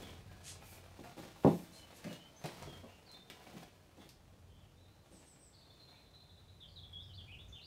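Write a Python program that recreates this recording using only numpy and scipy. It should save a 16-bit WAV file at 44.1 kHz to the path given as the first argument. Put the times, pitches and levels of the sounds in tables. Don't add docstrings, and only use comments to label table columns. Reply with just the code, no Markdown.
import sys
import numpy as np
from scipy import signal
from scipy.fft import rfft, irfft
from scipy.io import wavfile

SR = 44100
rng = np.random.default_rng(int(sys.argv[2]) if len(sys.argv) > 2 else 0)


def int16_out(signal):
    q = np.round(np.clip(np.atleast_2d(signal).T, -1, 1) * 32767)
    wavfile.write(sys.argv[1], SR, q.astype(np.int16))


N = 337806
TIME = np.arange(N) / SR


# start in seconds, level in dB, treble corner in Hz, grit scuff in dB.
KNOCKS = [(0.991, -53, 1300, -66.5), (1.4474, -21, 1600, -62.5), (3.3, -61, 1800, -72.5)]
# start in seconds, level in dB, treble corner in Hz, grit scuff in dB.
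STEPS = [(.01, -48.5, 700, -73), (1.168, -44, 1100, -64), (1.605, -43.5, 220, -91),
         (2.046, -31.5, 180, -62), (3.534, -40.5, 207, -66), (3.97, -53, 1200, -72),
         (5.112, -54, 600, -77.5)]
def blows(knock_rise_s=0.00048, bounce_s=0.0178, bounce_db=-1.5, step_rise_s=0.0096, toe_s=0.071):
    for s, db, corner_hz, _ in KNOCKS:
        for k in range(3):
            yield s, db + k * bounce_db, corner_hz * (0.45 if k else 1), knock_rise_s, k == 0
            s += bounce_s * 0.77 ** k
    for s, db, corner_hz, _ in STEPS:
        yield s, db, corner_hz, step_rise_s, True
        yield s + toe_s, db - 9.5, corner_hz, step_rise_s, True


# frequency in Hz, level in dB, T60 in seconds.
BOARD_MODES = [(173.8, 0.5, 0.47), (205.2, 2, 0.31), (266.2, 4.5, 0.19), (324, 5, 0.21), (364, 2.5, 0.16),
               (507.3, 1.5, 0.18), (555, -4, 0.2), (736, -7, 0.16), (810.6, -0.5, 0.2), (1025, -14, 0.27)]
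def board_ring(lag_at_100hz_s=0.0033):
    ring = 0
    for hz, db, t60_s in BOARD_MODES:
        t = np.maximum(TIME[:SR // 2] - lag_at_100hz_s * np.sqrt(100 / hz), 0)
        ring = ring + amp(db - 60 * t / t60_s) * np.sin(2 * np.pi * hz * t)
    return ring


# frequency in Hz, relative density in dB.
THUD_SPECTRUM = [(50, -48.5), (100, -4), (200, 3), (330, 0.5), (650, -5), (1030, -9.5), (1350, -27),
                 (2200, -26.5), (5000, -40)]
def thuds(ring_db=-7.0, body_db=-3.5, push_db=25, sudden_s=0.0067, scatter_t60_s=0.24):
    out, t = np.zeros(N), TIME[:SR // 2]
    ring, push = board_ring(), pulse(THUD_SPECTRUM)
    for s, db, corner_hz, rise_s, rings in blows():
        scatter = rng.standard_normal(len(t)) * amp(-60 * t / scatter_t60_s)
        body = signal.fftconvolve(scatter, push)[:len(t)]
        blow = (rings * amp(ring_db) * ring + amp(body_db) * body) * (1 - np.exp(-t / rise_s))
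        blow += amp(push_db) * np.exp(-rise_s / sudden_s) * push
        add(out, s, amp(db) * signal.lfilter(*signal.butter(2, corner_hz, fs=SR), blow))
    bass_cut = signal.butter(2, 105, "high", fs=SR, output="sos")
    return signal.sosfilt(bass_cut, out)


# frequency in Hz, level in dB, T60 in seconds.
TUB_MODES = [(152.3, 4, 0.14), (346, -2, 0.21), (422.4, -5.5, 0.2), (652, -6, 0.16), (723, -7, 0.15)]
# start in seconds, level in dB, pitch ratio, rise in seconds.
BUMPS = [(2.441, -38, 1, .004), (2.662, -43, .96, .013), (2.83, -44.5, 1.54, .012)]
def tub_bumps(thump_hz=330, thump_db=-1, thump_t60_s=0.19):
    out, t = np.zeros(N), TIME[:SR // 2]
    for s, level_db, ratio, rise_s in BUMPS:
        ring = sum(amp(db - 60 * t / t60_s) * np.sin(2 * np.pi * ratio * hz * t)
                   for hz, db, t60_s in TUB_MODES)
        soil = unit(hump(rng.standard_normal(len(t)), thump_hz, spread=2.1))
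        thump = soil * amp(thump_db - 60 * t / thump_t60_s)
        softened = signal.lfilter(*signal.butter(1, 6 / rise_s, fs=SR), ring + thump)
        add(out, s, amp(level_db) * softened * (1 - np.exp(-t / rise_s)))
    return out


# time in seconds, level in dB.
RUBBING_LEVEL = [(0.0, -60), (0.2, -74), (0.45, -72), (2.05, -69.5), (2.22, -76.5), (2.41, -70),
                 (2.46, -63), (2.62, -66), (2.86, -72.5), (3.3, -77.5), (3.5, -68.5), (3.69, -77),
                 (4.31, -84.5), (5.61, -82.5), (5.82, -78.5), (6.23, -85), (7.66, -81.5)]
def friction_db(trim_db=1.5, scuff_rise_s=0.0015, scuff_hold_s=0.081, scuff_t60_s=0.36):
    power = amp(np.interp(TIME, *np.transpose(RUBBING_LEVEL)) + trim_db) ** 2
    for s, _, _, db in KNOCKS + STEPS:
        attack = np.clip((TIME - s) / scuff_rise_s, 0, 1)
        release_db = -60 * np.maximum(TIME - s - scuff_hold_s, 0) / scuff_t60_s
        power += (attack * amp(db + release_db)) ** 2
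    return 10 * np.log10(power)


# frequency in Hz, relative density in dB.
CRUNCH_SPECTRUM = [(40, -61), (130, 3), (280, -1), (700, 3), (1300, -6), (2500, -8.5), (4500, -18),
                   (8000, -37), (15000, -66)]
# frequency in Hz, relative density in dB.
FIZZ_SPECTRUM = [(1500, -2), (3500, 6.5), (6000, 3), (9000, 0), (12000, -3.5), (15500, -3.5)]
def rubbing(crunch_db=4, fizz_db=-1.5):
    clumps_db = 3.5 * drift(rate_hz=40)
    crumbs, dust = grains(per_s=3200, spread_db=2.6), grains(per_s=6000, spread_db=1.8)
    crunch = colour(crumbs, CRUNCH_SPECTRUM) * amp(crunch_db + clumps_db)
    fizz = colour(dust, FIZZ_SPECTRUM) * amp(fizz_db + clumps_db / 2)
    return (crunch + fizz) * amp(friction_db())


# start in seconds, length in seconds, level in dB, brightest frequency in Hz.
SWISHES = [(0.426, 0.12, -52.5, 5700), (0.598, 0.22, -63, 9000), (1.356, 0.37, -65, 8950),
           (1.695, 0.14, -64.5, 6200), (1.932, 0.08, -63.5, 7000), (4.993, 0.42, -75, 5940)]
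def vest_swishes(spread=3.14, top_ratio=1.72):
    out, threads = np.zeros(N), grains(per_s=16000, spread_db=1.6)
    for s, length_s, db, hz in SWISHES:
        stroke = abs(np.sin(np.pi * np.clip((TIME - s) / length_s, 0, 1))) ** 1.3
        hiss = hump(hump(threads, hz, spread), hz, spread)
        lowpass = signal.butter(4, top_ratio * hz, fs=SR, output="sos")
        out += amp(db) * stroke * unit(signal.sosfilt(lowpass, hiss))
    return out


# start in seconds, level in dB, brightest frequency in Hz.
TICKS = [(1.4497, -53, 2100), (2.043, -48, 1500), (2.129, -52.5, 4430), (2.44, -46.5, 2400),
         (2.458, -47, 2950), (2.626, -55.5, 4000), (3.116, -60, 5600), (3.3003, -48, 1890),
         (4.091, -55, 4000)]
def pot_ticks(crack_s=0.00031, crack_db=11, tail_t60_s=0.076, trim_db=-2.5):
    out, t = np.zeros(N), TIME[:SR // 4]
    envelope = amp(crack_db) * np.exp(-t / crack_s) + amp(-60 * t / tail_t60_s)
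    for s, db, hz in TICKS:
        noise = unit(hump(rng.standard_normal(len(t)), hz, spread=1.54))
        add(out, s, amp(db) * envelope * noise)
    return amp(trim_db) * out


# start in seconds, length in seconds, top pitch in Hz, sag as a fraction, level in dB.
CREAKS = [(1.048, 0.049, 720, 0.027, -55.5), (2.038, 0.11, 609, 0.325, -58.5)]
def board_creaks(roughness=0.024):
    out = np.zeros(N)
    for s, length_s, top_hz, sag, db in CREAKS:
        u = np.linspace(0, 1, int(length_s * SR))
        load = np.sin(np.pi * u ** 0.8)
        jitter = roughness * drift(top_hz / 2)[:len(u)]
        hz = top_hz * (1 - sag * (1 - load)) * (1 + jitter)
        tone = np.sin(2 * np.pi * np.cumsum(hz) / SR)
        add(out, s, amp(db) * unit(tone * signal.windows.tukey(len(u), 0.5)))
    return out


def whistle(length_s, first_hz, last_hz, waver=0.013, fade_db=-5):
    u = np.linspace(0, 1, int(length_s * SR))
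    jitter = colour(rng.standard_normal(SR // 2), [(330, 0), (660, -60)])[:len(u)]
    depth = waver + 0.08 * abs(np.log(last_hz / first_hz))
    hz = (first_hz + (last_hz - first_hz) * u) * (1 + depth * jitter)
    tone = np.sin(2 * np.pi * np.cumsum(hz) / SR)
    return unit(tone * signal.windows.tukey(len(u), 0.4) * amp(fade_db * u))


# start in seconds, length in seconds, first and last pitch in Hz, level in dB.
CLEAR_NOTES = [(1.721, 0.073, 4080, 4300, -62), (1.774, 0.071, 3040, 2966, -62.5),
               (2.079, 0.092, 2920, 2864, -61), (2.187, 0.1, 3000, 3090, -62.5),
               (2.355, 0.059, 6180, 6300, -65.5), (2.665, 0.113, 3370, 3140, -61.5),
               (3.059, 0.038, 4750, 4120, -64), (3.084, 0.06, 4130, 4104, -58.5),
               (3.138, 0.042, 3630, 3590, -56.5), (4.752, 0.17, 3640, 3720, -76),
               (4.742, 0.32, 3890, 4120, -79), (6.6, 0.06, 3800, 3010, -55.5),
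               (6.756, 0.046, 4164, 3296, -54), (6.832, 0.02, 3260, 3590, -54.5),
               (6.924, 0.065, 3350, 3320, -52), (6.979, 0.055, 3364, 3780, -55),
               (7.08, 0.065, 3230, 2910, -64), (7.129, 0.045, 3750, 4900, -60),
               (7.172, 0.049, 3620, 2920, -55), (7.274, 0.052, 2390, 2577, -57),
               (7.314, 0.052, 3190, 2390, -55.5), (7.384, 0.042, 3230, 3910, -58),
               (7.52, 0.05, 3440, 3690, -55.5), (7.546, 0.059, 3360, 2570, -56.5),
               (7.607, 0.067, 3540, 5130, -58.5)]
def clear_notes():
    song = np.zeros(N)
    for s, length_s, first_hz, last_hz, db in CLEAR_NOTES:
        add(song, s, amp(db) * whistle(length_s, first_hz, last_hz))
    return song


def song_opening(start_s=5.108, period_s=0.138, note_s=0.105, first_hz=8640, last_hz=7400):
    song, low_ratio = np.zeros(N), 0.68
    for k in range(3):
        high = whistle(note_s, first_hz, last_hz, waver=0.0018)
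        low = whistle(note_s, low_ratio * first_hz, low_ratio * last_hz, waver=0.044)
        add(song, start_s + k * period_s, amp(-67 + 1.5 * k) * (high + amp(-11) * low))
    return song


# start in seconds, upper voice in dB, lower voice in dB.
TRILL = [(5.524, -64, -73), (5.609, -69, -66.5), (5.695, -67.5, -63), (5.79, -60.5, -70),
         (5.875, -63.5, -64), (5.955, -64, -68), (6.055, -69, -70), (6.133, -61, -72), (6.198, -64.5, -66),
         (6.289, -63, -66), (6.37, -69, -68), (6.478, -63, -72)]
def trill(first_hz=4610, settled_hz=3800, low_hz=3460, settle_s=0.3, first_note_s=0.091, note_s=0.0311):
    song, glide_ratio = np.zeros(N), 1.09
    for s, upper_db, lower_db in TRILL:
        early = np.exp(-(s - TRILL[0][0]) / settle_s)
        hz = settled_hz + (first_hz - settled_hz) * early
        length_s = note_s + (first_note_s - note_s) * early
        upper = whistle(length_s, hz, hz * glide_ratio ** (1 - 2 * early), waver=0.016 + 0.034 * early)
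        add(song, s, amp(upper_db) * upper)
        add(song, s, amp(lower_db) * whistle(note_s, low_hz, low_hz * glide_ratio))
    return song


# start in seconds, length in seconds, first and last pitch in Hz, level in dB.
FAR_CALLS = [(.005, 0.1, 3430, 3190, -58), (0.275, 0.077, 1650, 1676, -63),
             (0.554, 0.22, 2420, 2400, -64.5), (2.844, 0.12, 2710, 2930, -64.5),
             (3.99, 0.039, 3650, 3120, -62.5), (4.469, 0.155, 3090, 3330, -73),
             (4.587, 0.11, 3290, 2660, -74), (5.93, 0.041, 2374, 2500, -65),
             (6.664, 0.084, 4370, 4530, -65), (7.02, .025, 4970, 5100, -65), (7.475, 0.02, 6490, 6280, -63)]
def far_calls():
    song = np.zeros(N)
    for s, length_s, first_hz, last_hz, db in FAR_CALLS:
        add(song, s, amp(db) * whistle(length_s, first_hz, last_hz, waver=0.044))
    return song


# frequency in Hz, T60 in seconds.
YARD_DECAY = [(2000, 0.4), (9000, 0.5)]
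def birds(yard_db=-3.5, direct_db=-4.0):
    clear, lead_in = clear_notes(), song_opening() + trill()
    direct = clear + amp(-4.5) * lead_in
    reflected = echoes(clear + lead_in + far_calls(), YARD_DECAY)
    return amp(direct_db) * direct + amp(yard_db) * reflected


# frequency in Hz, T60 in seconds.
SHED_DECAY = [(150, 1), (400, 0.11), (1000, 0.21), (4000, 0.34), (12000, 0.19)]
def shed(x, crossfade_hz=0.299):
    turn = 2 * np.pi * crossfade_hz * TIME
    return echoes(x * np.cos(turn), SHED_DECAY) + echoes(x * np.sin(turn), SHED_DECAY)


# frequency in Hz, relative density in dB.
AIR_SPECTRUM = [(25, -18), (60, -2), (130, -2.5), (220, -9), (600, -13), (1900, -25.5), (3500, -26),
                (5000, -28), (15500, -37)]
# time in seconds, level in dB.
RUMBLE_LEVEL = [(0.0, -59), (0.25, -55), (0.8, -63.5), (2.45, -74.5), (2.65, -56.5), (3.25, -82),
                (3.69, -70), (4.6, -62.5), (5.08, -72.5), (6.3, -68.5), (6.95, -57.5), (7.53, -57.5),
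                (7.66, -73)]
# frequency in Hz, relative density in dB.
RUMBLE_SPECTRUM = [(25, -28.5), (45, -7), (80, -6), (93, 4), (106, -11), (140, -8.5), (250, -26.5),
                   (1000, -85)]
def outdoors(air_db=-66.5, rumble_trim_db=1.5):
    air = amp(air_db) * colour(rng.standard_normal(N), AIR_SPECTRUM)
    swell_db = np.interp(TIME, *np.transpose(RUMBLE_LEVEL)) + rumble_trim_db
    return air + amp(swell_db) * colour(rng.standard_normal(N), RUMBLE_SPECTRUM)


def amp(db):
    return 10 ** (np.asarray(db) / 20)


def unit(x):
    return x / np.sqrt(np.mean(x ** 2) + 1e-20)


def lookup(points, hz):
    table_hz, value = np.transpose(points)
    return np.interp(np.log(hz + 1), np.log(table_hz), value)


def add(mix, s, sound):
    part = mix[round(s * SR):][:len(sound)]
    part += sound[:len(part)]


def colour(x, spectrum):
    gain = amp(lookup(spectrum, np.fft.rfftfreq(len(x), 1 / SR)))
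    return unit(irfft(rfft(x) * gain, len(x)))


def hump(x, hz, spread):
    edges_hz = [hz / spread, min(hz * spread, 0.48 * SR)]
    return signal.sosfilt(signal.butter(1, edges_hz, "band", fs=SR, output="sos"), x)


def drift(rate_hz):
    return colour(rng.standard_normal(N), [(rate_hz, 0), (2 * rate_hz, -100)])


def grains(per_s, spread_db):
    size = amp(spread_db * np.minimum(rng.exponential(1, N), 5))
    return unit(rng.standard_normal(N) * size * (rng.random(N) < per_s / SR))


def pulse(spectrum):
    n = SR // 2
    gain = amp(lookup(spectrum, np.fft.rfftfreq(n, 1 / SR)))
    cepstrum = irfft(np.log(gain), n)
    causal_fold = np.sign(n / 2 - np.arange(n)) + (np.arange(n) > 0)
    shape = irfft(np.exp(rfft(cepstrum * causal_fold)), n)
    return shape / np.linalg.norm(shape)


def echoes(x, decay, per_s=2500, predelay_s=0.003):
    n = SR // 2
    taps = rng.choice([-1, 1], n) * (rng.random(n) < per_s / SR) * (TIME[:n] > predelay_s)
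    hz, t, bands = signal.stft(taps, SR, nperseg=256)
    fade = amp(-60 * t / lookup(decay, hz)[:, None])
    tail = signal.istft(bands * fade, SR, nperseg=256)[1][:n]
    return signal.fftconvolve(x, tail / np.linalg.norm(tail))[:N]


def scene():
    near = rubbing() + vest_swishes() + pot_ticks() + board_creaks()
    return (near + amp(-2.0) * shed(near) + thuds() + tub_bumps() + birds() + outdoors())[None]


def record(dry, edge_hz=15750):
    lowpass = signal.firwin(511, edge_hz, window=("kaiser", 9), fs=SR)
    return signal.oaconvolve(dry, lowpass[None], "same")


dry = scene()
out = record(dry)
int16_out(out)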